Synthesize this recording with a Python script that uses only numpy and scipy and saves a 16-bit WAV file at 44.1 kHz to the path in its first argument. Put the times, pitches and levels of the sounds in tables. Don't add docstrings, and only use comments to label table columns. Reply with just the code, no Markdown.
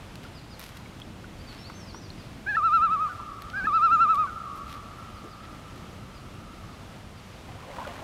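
import sys
import numpy as np
from scipy import signal
from scipy.fft import rfft, irfft, next_fast_len
from scipy.io import wavfile
from scipy.ndimage import uniform_filter1d

SR = 44100
rng = np.random.default_rng(int(sys.argv[2]) if len(sys.argv) > 2 else 0)


def to_wav(sig):
    pcm = np.clip(np.atleast_2d(sig), -1, 1) * 32767
    pcm = np.round(pcm).astype(np.int16)
    wavfile.write(sys.argv[1], SR, pcm.T)


N = 354123
T = np.arange(N) / SR


def undb(db):
    return 10 ** (np.asarray(db) / 20)


def unit(x):
    return x / np.sqrt(np.mean(x ** 2) + 1e-20)


def decay(t, t60):
    return np.exp(-np.log(1000) * t / t60)


def add(out, start, x):
    i = max(int(start * SR), 0)
    out[i:i + len(x)] += x[:max(N - i, 0)]


def colour(x, points):
    hz, db = np.transpose(points)
    size = next_fast_len(len(x))
    bin_hz = np.arange(size // 2 + 1) * SR / size
    gain = undb(np.interp(np.log(bin_hz + 1), np.log(hz), db))
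    return irfft(rfft(x, size) * gain, size)[:len(x)]


def drift(rate_hz):
    hold = max(int(SR / rate_hz), 1)
    steps = np.repeat(rng.standard_normal(N // hold + 1), hold)
    return unit(uniform_filter1d(steps, hold))[:N]


def crackle(samples, per_s, spread_db):
    hits = rng.random(samples) < per_s / SR
    clicks, size = rng.standard_normal((2, samples))
    return unit(hits * clicks * undb(spread_db * np.clip(size, -2, 2)))


def breeze(hiss_db=.2, rumble_db=1.6, flicker_db=.5, buffet_db=1.5, settle_db_per_s=.15):
    # (frequency [Hz], gain [dB])
    forest_eq = [(15, -34), (25, -4.5), (49, -2), (102, 1.5), (145, -3), (195, -2.5), (416, -13),
                 (659, -12.5), (962, -15.5), (1230, -15.5), (1700, -19.5), (2910, -21), (11600, -38),
                 (14800, -44), (16000, -51.5)]
    air = undb(-44.5) * unit(colour(rng.standard_normal(N), forest_eq))
    lows = colour(air, [(200, -5), (350, .5), (700, -23.5), (2000, -94.5)])
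    rumble = lows * undb(rumble_db - settle_db_per_s * T + buffet_db * drift(7))
    hiss = (air - lows) * undb(hiss_db + flicker_db * drift(10))
    return rumble + hiss


def songbirds(chirp_s=.056, bow_hz=111, jitter=.0066, reverb_db=-2, reverb_t60=.8):
    # (time [s], level [dB])
    slurs = [(.345, -57), (.5, -56.5), (2.176, -59), (3.555, -61), (3.725, -58.5), (5.14, -64),
             (5.295, -62), (6.14, -61), (6.7, -68), (7.155, -66), (7.32, -68)]
    slur_hz = (5030, 4750, 3870)
    # (time [s], start pitch [Hz], end pitch [Hz], level [dB])
    glides = [(1.38, 4250, 4900, -61), (1.472, 4600, 4080, -55), (1.58, 5130, 5450, -56.5),
              (1.631, 3850, 4720, -53), (1.74, 6060, 6160, -58.5), (1.79, 5700, 5000, -57),
              (1.865, 5080, 4020, -55), (1.935, 5420, 5860, -55.5), (2.015, 5250, 4300, -58),
              (3.926, 6440, 7200, -61.5)]
    notes = [(start, slur_hz, db) for start, db in slurs]
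    notes += [(start, (a, (a + b) / 2 + bow_hz, b), db) for start, a, b, db in glides]
    out, u = np.zeros(N), np.linspace(0, 1, int(chirp_s * SR))
    waver = 1 + jitter * drift(400)
    for start, contour, db in notes:
        arc_hz = np.polyval(np.polyfit([0, .5, 1], contour, 2), u)
        hz = arc_hz * waver[int(start * SR):][:len(u)]
        whistle = np.sin(2 * np.pi * np.cumsum(hz) / SR)
        add(out, start, undb(db) * unit(whistle * (u * (1 - u)) ** .25))
    trees = rng.standard_normal(SR) * decay(T[:SR], reverb_t60)
    return out + undb(reverb_db) * signal.fftconvolve(out, trees / np.linalg.norm(trees))[:N]


def knocks(skirt_db=-18):
    # (time [s], pitch [Hz], peak level [dB], t60 [s])
    thuds = [(1.699, 1150, -33, 0.034), (1.946, 1090, -31.5, 0.023), (3.642, 275, -32.5, 0.1),
             (5.244, 343, -34.5, 0.16), (5.439, 1200, -46, .068)]
    out, t = np.zeros(N), T[:SR // 5]
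    for start, hz, db, t60 in thuds:
        band = [(hz / 4, 2 * skirt_db), (hz / 2, skirt_db), (hz, 0),
                (hz * 2, skirt_db), (hz * 8, 3 * skirt_db)]
        body = colour(rng.standard_normal(len(t)), band) * decay(t, t60)
        add(out, start, undb(db) * body / np.abs(body).max())
    return out


def snapping_stems(trim_db=-2, bright_db=13):
    # (time [s], relative peak level [dB], relative treble [dB])
    snaps = [(.156, -31, -23), (.595, -28, -9), (0.6274, -30, -23), (.772, -30.5, -25), (1.0001, -34, -20),
             (2.934, -32, -29), (3.4212, -25.5, -23), (3.5009, -31, -36), (4.146, -30, -21),
             (4.1554, -29, -25), (4.6972, -35, -29), (7.875, -27, -29)]
    out, t = np.zeros(N), T[:1024]
    envelope = np.exp(-t / .0009) + .15 * np.exp(-t / .005)
    for start, db, treble in snaps:
        top = treble + bright_db
        eq = [(400, -12), (1500, 0), (4000, 0), (8000, .75 * top - 6),
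              (13000, top - 1), (16000, top - 11)]
        crack = envelope * colour(rng.standard_normal(len(t)), eq)
        add(out, start, undb(db + trim_db) * crack / np.abs(crack).max())
    return out


def tearing_plants():
    # (time [s], length [s], level [dB], treble [dB])
    tears = [(0.228, 0.064, -55, -14), (0.589, 0.15, -50, -6.5), (0.742, 0.09, -57, -8),
             (1.479, 0.32, -56.5, -18), (4.553, 0.056, -62, 3), (4.678, .11, -51.5, -11.5),
             (5.431, 0.041, -54, -27), (5.758, 0.078, -60, -11)]
    out = np.zeros(N)
    for start, length, db, treble in tears:
        u = np.linspace(0, 1, int(length * SR))
        eq = [(400, -20), (1400, 2), (4000, -1), (8500, treble - 5),
              (12300, treble), (15500, treble - 16)]
        cracks = colour(crackle(len(u), per_s=2500, spread_db=6.3), eq)
        add(out, start, undb(db) * unit(cracks * u ** .26 * (1 - u) ** 1.1))
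    return out


def bubble(hz, cycles, rise):
    t60 = cycles / hz
    t = np.arange(int(t60 * SR)) / SR
    ring = np.sin(2 * np.pi * hz * t * (1 + rise * t / t60 / 2))
    return ring * decay(t, t60) * (1 - np.exp(-t / .0002))


def drips():
    # (time [s], pitch [Hz], peak level [dB])
    drops = [(.25, 1384, -38.5), (.859, 2200, -40), (1.018, 3260, -31), (1.243, 1430, -38),
             (2.103, 4180, -32), (3.199, 1004, -36.5), (7.485, 794, -41), (7.714, 2100, -39),
             (7.785, 949, -27), (7.8, 890, -29.5), (7.815, 1046, -31), (7.851, 1410, -32),
             (7.868, 570, -33.5)]
    out = np.zeros(N)
    for start, hz, db in drops:
        add(out, start, undb(db) * bubble(hz, cycles=69, rise=.12))
    return out


def splashing_step(trim_db=-3, bubbles=160):
    # (peak time [s], relative level [dB], rise [s], decay [s])
    surges = [(7.495, -47, .02, 0.033), (7.605, -48.5, .04, 0.045), (7.77, -41, 0.11, 0.98)]
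    # (frequency [Hz], gain [dB])
    spray_eq = [(250, -10), (550, -3), (1000, -0.5), (1800, -9.5), (3000, -13), (6000, -23.5),
                (12000, -30.5), (16000, -38)]
    fizz, onset = np.zeros(N), surges[0][0] - surges[0][2]
    for when, height, softness in rng.random((bubbles, 3)):
        ping = bubble(500 * 7 ** height, cycles=45, rise=.15)
        add(fizz, onset + when * (T[-1] - onset), undb(-12 * softness - 6.8 * height) * ping)
    fizz /= np.std(fizz[T > onset])
    spray = unit(colour(crackle(N, per_s=2500, spread_db=1.8), spray_eq))
    stir = sum(undb(db) * np.exp(-np.maximum((peak - T) / rise, (T - peak) / fall))
               for peak, db, rise, fall in surges)
    return undb(trim_db) * stir * (spray + fizz)


def reflections(delay, db, t60):
    t = T[:5 * SR]
    cloud = rng.standard_normal(len(t)) * (t > delay) * decay(np.maximum(t - delay, 0), t60)
    return undb(db) * cloud / np.linalg.norm(cloud)


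def shores(call):
    # (pre-delay [s], level before EQ [dB], t60 [s])
    echoes = [(.3, -23, .25), (.33, -21.5, 2.0), (.35, -24, 8), (2.47, -36, .5)]
    # (frequency [Hz], gain [dB])
    distance_eq = [(800, 0), (1100, 11), (1180, 6), (1260, 1), (1350, -2.5), (1650, -6), (2600, -10),
                   (6000, -22)]
    far = colour(sum(reflections(*echo) for echo in echoes), distance_eq)
    near = reflections(delay=.01, db=-35, t60=.6)
    return signal.fftconvolve(call, near + far)[:N]


def rasp(call, below_voice_db=33, follow_s=.008):
    throat_eq = [(350, -31), (560, -11.5), (660, 6.5), (830, 1), (1050, -14.5), (1650, 4.5),
                 (2100, -21.5), (2600, -15.5), (4000, -18.5), (9000, -41.5)]
    effort = np.sqrt(np.abs(uniform_filter1d(call ** 2, int(follow_s * SR) + 1)))
    air = unit(colour(rng.standard_normal(N), throat_eq))
    return undb(-below_voice_db) * effort * air


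def syrinx(start, hz, db, partials, jitter, shimmer_db, brighten, fade_s, full_effort_db=-17):
    span = int(start * SR) + np.arange(len(hz))
    t = T[span]
    strongest = max(partials, key=lambda partial: partial[1])[0]
    phase = 2 * np.pi * np.cumsum(hz * (1 + jitter * drift(350)[span])) / SR
    tilt_db_per_octave = brighten * (db - full_effort_db)
    tone, out = np.zeros(len(t)), np.zeros(N)
    for harmonic, level_db in partials:
        flicker_db = (level_db < 0) * 1.8 * drift(24.85)[span]
        tilt_db = max(np.log2(harmonic / strongest), 0) * tilt_db_per_octave
        tone += undb(level_db + flicker_db + tilt_db) * np.sin(harmonic * phase)
    fades = np.clip((t - t[0]) / fade_s, 0, 1) * np.clip((t[-1] - t) / fade_s, 0, 1)
    out[span] = unit(tone) * undb(db + shimmer_db * drift(180)[span]) * fades
    return out


def reedy_note(start, hz, db):
    # (harmonic [number], relative level [dB])
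    partials = [(1, -20), (2, 0), (3, -18), (4, -31), (5, -26), (6, -42), (7, -38)]
    return syrinx(start, hz, db, partials, jitter=.007, shimmer_db=.5, brighten=.35, fade_s=.011)


def pure_note(start, hz, db):
    # (harmonic [number], relative level [dB])
    partials = [(1, 0), (2, -25.5), (3, -33), (4, -46), (5, -60), (6, -58)]
    return syrinx(start, hz, db, partials, jitter=.004, shimmer_db=.4, brighten=.45, fade_s=.002)


def opening(length, hz, db, swings=1.407, sag=.115, flick=.115, db_per_octave=28.5):
    u = np.linspace(0, 1, int(length * SR))
    bend = 1 - sag * np.cos(np.pi * swings * u) ** 2 + flick * u ** 3
    return hz * bend, db + db_per_octave * np.log2(bend)


def quaver(period, swings, slide_s, crest_hz, crest_db, dip_hz=159.8, dip_db=7.5, fade_db=4.5):
    t = T[:len(crest_hz)]
    slide = np.maximum(t - swings * period, 0) / slide_s
    dip = np.where(slide > 0, slide ** 2, np.abs(np.sin(np.pi * t / period)) ** 2.6)
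    return crest_hz - dip_hz * dip, crest_db - dip_db * dip - fade_db * slide ** 2


def loon(slide_s=.063, close_s=.045):
    # (time of the upward break [s], quaver period [s], swings [count],
    #  opening length [s], opening pitch [Hz], opening level [dB])
    calls = [(2.567, .0918, 5, .107, 855, -26.5), (3.669, .0890, 6, .139, 812, -29.5)]
    # (time [s], crest pitch [Hz], crest level [dB])
    arches = [
        [(2.62, 1333, -20), (2.79, 1361, -16.5), (2.93, 1311, -22), (3.08, 1254, -25.5)],
        [(3.67, 1285, -22), (3.82, 1357, -16.5), (4.04, 1362, -16.5), (4.26, 1225, -22.5)],
    ]
    out, closing = np.zeros(N), np.linspace(0, 1, int(close_s * SR))
    for (start, period, swings, open_s, open_hz, open_db), arch in zip(calls, arches):
        end = start + swings * period + slide_s
        t = T[int(start * SR):int(end * SR)]
        times, hz, db = np.transpose(arch)
        crest_hz, crest_db = np.interp(t, times, hz), np.interp(t, times, db)
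        out += reedy_note(start - open_s, *opening(open_s, open_hz, open_db))
        out += pure_note(start, *quaver(period, swings, slide_s, crest_hz, crest_db))
        out += reedy_note(end, hz=755 - 55 * closing, db=-36 - 7 * closing)
    return out


def scene():
    call = loon()
    lead = call + rasp(call) + shores(call)
    birds = songbirds()
    moose = snapping_stems() + tearing_plants() + knocks() + drips() + splashing_step()
    return (lead + birds + moose + breeze())[None]


def record(dry):
    return signal.sosfilt(signal.ellip(10, .1, 90, 15750, fs=SR, output="sos"), dry)


dry = scene()
out = record(dry)
to_wav(out)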